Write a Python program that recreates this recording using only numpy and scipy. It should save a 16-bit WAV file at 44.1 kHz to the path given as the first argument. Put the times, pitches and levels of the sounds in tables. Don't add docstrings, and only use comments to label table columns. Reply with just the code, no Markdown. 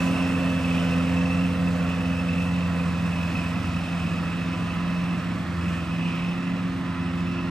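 import sys
import numpy as np
from scipy import signal
from scipy.fft import rfft, irfft, next_fast_len
from scipy.io import wavfile
from scipy.ndimage import uniform_filter1d, map_coordinates

SR = 44100
rng = np.random.default_rng(int(sys.argv[2]) if len(sys.argv) > 2 else 0)


def master(y):
    cut = np.clip(np.atleast_2d(y).T, -1, 1)
    pcm = np.round(cut * 32767)
    wavfile.write(sys.argv[1], SR, pcm.astype(np.int16))


N = 330750
TIME = np.arange(N) / SR


def discs(knife_passes, header_db):
    # time in seconds, level in dB.
    first = [(0.0, -38), (1.1, -33.5), (3.6, -35.5), (5.25, -44), (5.6, -32.5), (5.95, -42), (6.2, -54),
             (7.15, -36.5), (7.5, -44)]
    second = [(0.0, -25), (0.45, -28), (0.8, -25.5), (1.72, -24), (2.05, -28), (2.55, -25), (2.8, -28),
              (3.15, -27), (3.7, -32.5), (3.95, -28.5), (4.25, -29), (4.55, -28.5), (5.1, -27.5),
              (5.4, -34.5), (5.66, -28.5), (5.82, -35), (5.96, -26.5), (6.65, -28), (6.85, -32.5),
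              (7.25, -29.5), (7.5, -29)]
    third = [(0.0, -27.5), (1.4, -30.5), (3.1, -39.5), (3.85, -36.5), (4.1, -46.5), (4.45, -37),
             (5.8, -43.5), (6.05, -39), (6.55, -35), (7.5, -34)]
    fourth = [(0.0, -44), (0.8, -52), (1.7, -61.5), (2.8, -77), (4.0, -53.5), (5.0, -50.5), (6.2, -46),
              (6.6, -50), (7.5, -41.5)]
    # multiple of its speed, level in dB against the header noise.
    shaft_orders = [(1, -30), (3, -7), (10, -10.5), (12, -10), (14, -9), (16, -13), (26, -12), (48, -20)]
    drone = sum(tone(k * knife_passes, curve(fader), waver_db=0.7, drift=0.07)
                for k, fader in enumerate([first, second, third, fourth], 1))
    shaft_tones = sum(tone(k * knife_passes / 2, header_db + db, waver_db=2, drift=0.89)
                      for k, db in shaft_orders)
    return drone + shaft_tones


def gears(knife_passes, knife_hz, wad_db, housing_hz=2610, width_hz=380, backlash_rad=1.8):
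    shaft_turns = knife_passes / 2
    mesh = 60 * shaft_turns
    fuzz = lambda cycles, rate: unit(np.cos(2 * np.pi * cycles + backlash_rad * wobble(rate)))
    housing = lambda hz: 1j * hz * width_hz / (housing_hz ** 2 - hz ** 2 + 1j * hz * width_hz)
    throb = amp(4 * np.cos(2 * np.pi * shaft_turns) + 2.1 * wobble(55))
    teeth = tone(mesh, -2.5, waver_db=1.5, drift=0.45) + fuzz(mesh, 200)
    whine_db = receding_db(-38.5, falloff=1.2, turn_db=-0.5) + 0.6 * sag_hz(knife_hz) + wad_db
    whine = amp(whine_db) * unit(filtered(throb * teeth, housing))
    octave_db = receding_db(-58.3, falloff=1, turn_db=0.7) + 2.5 * sag_hz(knife_hz)
    moving_air_db = 1.8 * wobble(8)
    octave = amp(octave_db + moving_air_db) * unit(throb * fuzz(2 * mesh, 150))
    return whine + octave


def stem_strikes(half_length_s=0.005):
    # centre in seconds, level at the crest in dB, pitch in Hz.
    jolts = [(0.032, -35, 2580), (0.078, -29, 2620), (0.168, -36, 2700), (0.26, -39, 2570),
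             (0.354, -32, 2600), (0.648, -29, 2600), (0.716, -29, 2590), (0.783, -33, 2620),
             (0.926, -33.5, 2690), (1.177, -33.5, 2610), (1.316, -35, 2630), (1.454, -33, 2600),
             (1.678, -32, 2630), (2.135, -35, 2550), (2.295, -35, 2620), (2.662, -35, 2650),
             (2.802, -34, 2510), (3.053, -35, 2620), (3.132, -32.5, 2600), (3.357, -32, 2610),
             (3.446, -33, 2600), (3.661, -37, 2570), (4.708, -35.5, 2600), (6.068, -36, 2530)]
    chirps = np.zeros(N)
    for centre_s, db, hz in jolts:
        near = np.abs(TIME - centre_s) < 4 * half_length_s
        t = TIME[near] - centre_s
        envelope = np.sqrt(2) * amp(db) * np.exp(-(t / half_length_s) ** 2)
        chirps[near] += envelope * np.sin(2 * np.pi * (hz * t + rng.random()))
    return chirps


def crop(knife_passes, knife_hz, knife_wad_db, stalk_wad_db):
    # frequency in Hz, level in dB.
    rasp_eq = [(1500, -32), (2200, -5.5), (2480, 9.5), (2720, 8), (3000, 3.5), (3400, -6), (4400, -19.5),
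               (5500, -8), (7000, -40)]
    tear_eq = [(1700, -24), (2250, -2), (2430, 0), (2620, -7), (2950, -2.5), (3400, -9), (4600, -26),
               (7000, -60)]
    sizzle_eq = [(1000, -20), (3800, 0), (4450, 1.5), (4900, -2), (5550, -2.5), (5830, 4), (6100, -1),
                 (6420, 2), (6750, -.5), (7000, 1.2), (7350, 0), (8000, 1.2), (9000, -1), (10300, -3.3),
                 (12000, -8.5), (13000, -10.5), (13700, -16.5), (16000, -26)]
    sag = sag_hz(knife_hz)
    bite = wobble(70)
    rasp_db = receding_db(-42.5, falloff=1.13, turn_db=1.5) + 0.2 * sag + knife_wad_db
    rasp = amp(rasp_db + wobble(14) + 0.5 * bite) * spread(turbulence(patchy_db=1.5), rasp_eq)
    tear_db = rasp_db - 11.5 + knife_wad_db
    tear = amp(tear_db + 2 * bite) * spread(turbulence(patchy_db=1), tear_eq)
    snaps = (rng.random((2, N)) < 1500 / SR) * rng.standard_normal((2, N))
    stalks = turbulence(patchy_db=1.6) + 0.16 * unit(snaps)
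    sizzle_db = receding_db(-48.5, falloff=1.57, turn_db=2.5) + 0.5 * sag + stalk_wad_db
    clump_db = 0.35 * wobble(26)
    sizzle = amp(sizzle_db + 0.5 * bite + clump_db) * spread(stalks, sizzle_eq)
    chop = 1 + 0.072 * np.cos(np.pi * knife_passes)
    return chop * (rasp + tear + sizzle)


def wads():
    # centre in seconds, half length in seconds, extra dB for gears, for knives, for stalks.
    swells = [(0.05, 0.069, -4.5, 2, 2.5), (0.774, 0.11, -1.5, 6, 1), (1.27, 0.15, 2, 1, 0),
              (1.71, 0.11, -5, -7, 1), (1.9, 0.022, 3, 4, 2.5), (2.393, 0.097, 5, 2.5, 2),
              (2.84, .15, -2, -5, 0.5), (3.325, 0.14, 3, 1.5, 1.5), (4.15, 0.27, 3.5, -0.5, -.5),
              (5.46, 0.16, -7, -5.5, 0.5), (5.73, 0.13, 1, 4, 3), (6.14, 0.21, 4.5, 6.5, 0.5),
              (6.78, 0.099, -3, -5, 1), (7.177, 0.04, 2, -3, 2), (7.36, .16, 3, 2, 0)]
    return sum(np.outer(extra_db, np.exp(-((TIME - centre_s) / half_s) ** 2))
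               for centre_s, half_s, *extra_db in swells)


def diesel(crank_turns):
    # multiple of the crank speed, level in dB.
    crank_orders = [(3, -41), (4.5, -46.5), (6, -47.5), (9, -64.5), (30, -56), (31.5, -65), (34.5, -58.5),
                    (36, -56.5), (48, -61), (57, -59)]
    return sum(tone(k * crank_turns, db, waver_db=1.5 * k ** 0.2, drift=0.29, waver_rate=7)
               for k, db in crank_orders)


def pump(crank_turns, crank_hz, pistons_per_turn=14.15):
    # time in seconds, level in dB.
    hum_fader = [(0, -56), (0.4, -43), (0.65, -46), (0.9, -42), (2.85, -47), (3.5, -55.5), (7.5, -58.5)]
    song_fader = [(0, -42), (.22, -44), (.33, -59), (.45, -47), (.55, -61), (.68, -50), (.9, -48),
                  (1.15, -53), (2.35, -60), (2.55, -49), (2.95, -49), (3.08, -52), (3.4, -47.5), (3.8, -59),
                  (4.1, -57), (4.65, -48), (5.05, -48.5), (5.45, -65), (5.75, -56), (6.1, -48), (6.3, -55),
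                  (6.48, -50), (6.7, -54), (6.9, -50), (7.08, -56), (7.19, -47), (7.29, -56), (7.4, -44),
                  (7.5, -55)]
    strokes = crank_turns * pistons_per_turn
    hum = tone(strokes, curve(hum_fader), waver_db=1.6, drift=0.24)
    song = tone(2 * strokes, curve(song_fader), waver_db=1.6, drift=0.48)
    third_db = receding_db(-53.5, falloff=1.5, turn_db=3) + 6 * (crank_hz - crank_hz.mean())
    third = tone(3 * strokes, third_db, waver_db=3.2, drift=0.48, waver_rate=7)
    return hum + song + third


def rolls(knife_passes):
    return tone(0.75 * knife_passes, -49, waver_db=3, drift=0.18)


def panels(knocks_per_s=18, knock_db=-46, scatter_db=2.5):
    # pitch in Hz, level in dB against the knock, seconds to die away by 60 dB.
    modes = [(1208, -7, .09), (1295, 3, 0.11), (1380, 5, .06), (1870, 3.5, .07)]
    t = np.arange(SR // 5) / SR
    attack = 1 - np.exp(-t / 0.0025)
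    knocks = (rng.random(N) < knocks_per_s / SR) * rng.choice([-1, 1], N)
    rattle = np.zeros(N)
    for hz, db, t60 in modes:
        ring = amp(-60 * t / t60) * attack * np.sin(2 * np.pi * hz * t)
        force = knocks * amp(knock_db + db + scatter_db * rng.standard_normal(N))
        rattle += signal.fftconvolve(force, ring)[:N]
    return rattle


def machine_bed(header_db):
    # frequency in Hz, level in dB.
    rumble_eq = [(20, -36), (33, -30), (44, -13.5), (55, -15.5), (90, -7), (130, -6.5), (175, 0.5),
                 (240, -6), (300, -7), (345, -13.5), (380, -23.5), (600, -41), (1500, -88)]
    roar_eq = [(200, -36), (400, -13.5), (650, -3.5), (930, -5), (1100, -1.5), (1300, 0), (1450, -4),
               (1560, -7.5), (1660, -4.5), (1850, -3.5), (2200, -7.5), (2800, -8.5), (3900, -15),
               (5000, -20), (9000, -45.5)]
    header_eq = [(250, -39), (400, -10), (450, -1.5), (520, 2), (640, -2), (850, -6), (1200, -12.5),
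                 (2000, -25), (5000, -61)]
    rumble_db = receding_db(-33.5, falloff=0.37, turn_db=1.6)
    roar_db = receding_db(-36.5, falloff=0.8, turn_db=2.5)
    rumble = amp(rumble_db) * spread(turbulence(patchy_db=1), rumble_eq)
    roar = amp(roar_db) * spread(turbulence(patchy_db=1.2), roar_eq)
    header = amp(header_db) * spread(turbulence(patchy_db=1), header_eq)
    return rumble + roar + header


def receding_db(start_db, falloff, turn_db):
    start_m, drive_m_per_s = 12.5, 2.7
    mid_turn_s, turn_length_s = 2.94, 1
    spreading_db = 20 * np.log10(1 + drive_m_per_s * TIME / start_m)
    turned = np.clip((TIME - mid_turn_s) / turn_length_s + 0.5, 0, 1)
    return start_db - falloff * spreading_db + turn_db * turned


def sag_hz(knife_hz, usual_hz=87, feed_delay_s=0.18):
    return usual_hz - np.interp(TIME - feed_delay_s, TIME, knife_hz)


def spin(speed_points):
    hz = uniform_filter1d(curve(speed_points), size=SR // 10)
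    return hz, np.cumsum(hz) / SR


def tone(cycles, level_db, waver_db, drift, waver_rate=14):
    phase = 2 * np.pi * (cycles + rng.random()) + drift * wobble(9)
    return np.sqrt(2) * amp(level_db + waver_db * wobble(waver_rate)) * np.sin(phase)


def turbulence(patchy_db):
    spectra = signal.stft(rng.standard_normal((2, N)), nperseg=1024)[2]
    patches = uniform_filter1d(rng.standard_normal(spectra.shape[1:]), size=6, axis=0)
    patches = unit(uniform_filter1d(patches, size=10, axis=1))
    return unit(signal.istft(spectra * amp(patchy_db * patches), nperseg=1024)[1][:, :N])


def spread(pair, eq):
    # frequency in Hz, likeness of left and right (1 is mono).
    likeness = [(120, .99), (350, 0.96), (800, 0.92), (1200, .98), (1900, 0.95), (2250, .82), (2600, .87),
                (3200, 0.85), (4400, 0.76), (5500, .5), (6450, .72), (7100, 0.55), (8500, 0.82),
                (9200, .68), (10100, .97), (11100, .7), (12000, .92), (12900, .65), (13800, .96),
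                (15000, 0.7)]
    angle = lambda hz: np.arccos(np.clip(along(likeness, hz), -1, 1)) / 2
    mid, side = filtered(pair, lambda hz: amp(along(eq, hz)) * [np.cos(angle(hz)), np.sin(angle(hz))])
    return np.array([mid + side, mid - side]) / np.std(mid)


def stereo_image(mix):
    # frequency in Hz, left minus right in dB.
    lean = [(80, 0), (260, -1.7), (360, .6), (480, -2.5), (680, -7.6), (950, -1.2), (1300, -4.8),
            (2000, -5.3), (2300, -2.8), (2700, -2.7), (3700, 4.8), (5100, -3.2), (7000, -2), (9000, 0)]
    # frequency in Hz, lead of the left side in radians.
    lead = [(60, 0), (170, -.3), (350, -.35), (650, -.18), (850, .45), (1050, 0), (1950, .1), (2300, .8),
            (3200, 1.4), (4100, .2), (6000, .2), (7000, .75), (8400, .2), (9500, -2.1), (9900, -3),
            (10600, -3.3), (11600, -6), (12500, -6.5), (13400, -9.2), (14300, -9.6), (15200, -12.5)]
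    sides = np.array([[0.5], [-0.5]])
    return filtered(mix, lambda hz: amp(sides * along(lean, hz)) * np.exp(1j * sides * along(lead, hz)))


def amp(db):
    return 10 ** (np.asarray(db) / 20)


def unit(x):
    return x / np.sqrt(np.mean(x ** 2) + 1e-20)


def along(points, hz):
    point_hz, values = np.transpose(points)
    return np.interp(np.log(hz + 1), np.log(point_hz + 1), values)


def curve(points):
    return np.interp(TIME, *np.transpose(points))


def wobble(rate):
    knots = rng.standard_normal(int(N * rate / SR) + 4)
    return map_coordinates(knots, [TIME * rate])


def filtered(x, response):
    size = next_fast_len(N + SR // 2)
    return irfft(rfft(x, size) * response(np.fft.rfftfreq(size, 1 / SR)), size)[..., :N]


def scene():
    # time in seconds, knife passes a second.
    disc_speed = [(0.0, 87.56), (0.35, 88.44), (0.75, 86.42), (1.0, 86.24), (1.25, 87.93), (1.5, 88.67),
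                  (1.78, 87.04), (2.1, 86.83), (2.5, 87.93), (2.92, 86.07), (4.1, 85.81), (4.7, 86.69),
                  (5.25, 87.51), (5.95, 85.22), (6.17, 85.65), (6.53, 89.17), (7.08, 86.53), (7.5, 87.56)]
    # time in seconds, crank turns a second.
    engine_speed = [(0.0, 35.5), (0.32, 36.05), (0.5, 35.95), (0.72, 35.6), (0.95, 35.55), (1.2, 35.72),
                    (1.45, 36.0), (1.65, 35.9), (1.9, 35.58), (2.85, 35.55), (3.1, 35.12), (3.5, 35.23),
                    (3.9, 35.08), (4.5, 35.3), (5.25, 35.74), (5.85, 35.55), (6.15, 35.0), (6.45, 35.58),
                    (6.72, 35.95), (7.1, 35.48), (7.5, 35.58)]
    knife_hz, knife_passes = spin(disc_speed)
    crank_hz, crank_turns = spin(engine_speed)
    gear_wad_db, knife_wad_db, stalk_wad_db = wads()
    header_db = receding_db(-39, falloff=1.1, turn_db=-1.9)
    bed = machine_bed(header_db)
    whine = gears(knife_passes, knife_hz, gear_wad_db)
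    cutting = crop(knife_passes, knife_hz, knife_wad_db, stalk_wad_db)
    drone = discs(knife_passes, header_db)
    drives = diesel(crank_turns) + pump(crank_turns, crank_hz) + rolls(knife_passes)
    return stereo_image(drone + whine + stem_strikes() + cutting + drives + panels() + bed)


def record(dry, fade_s=0.004, top_hz=15800):
    fade = np.clip(np.minimum(TIME, TIME[::-1]) / fade_s, 0, 1)
    return filtered(dry * fade, lambda hz: hz < top_hz)


dry = scene()
out = record(dry)
master(out)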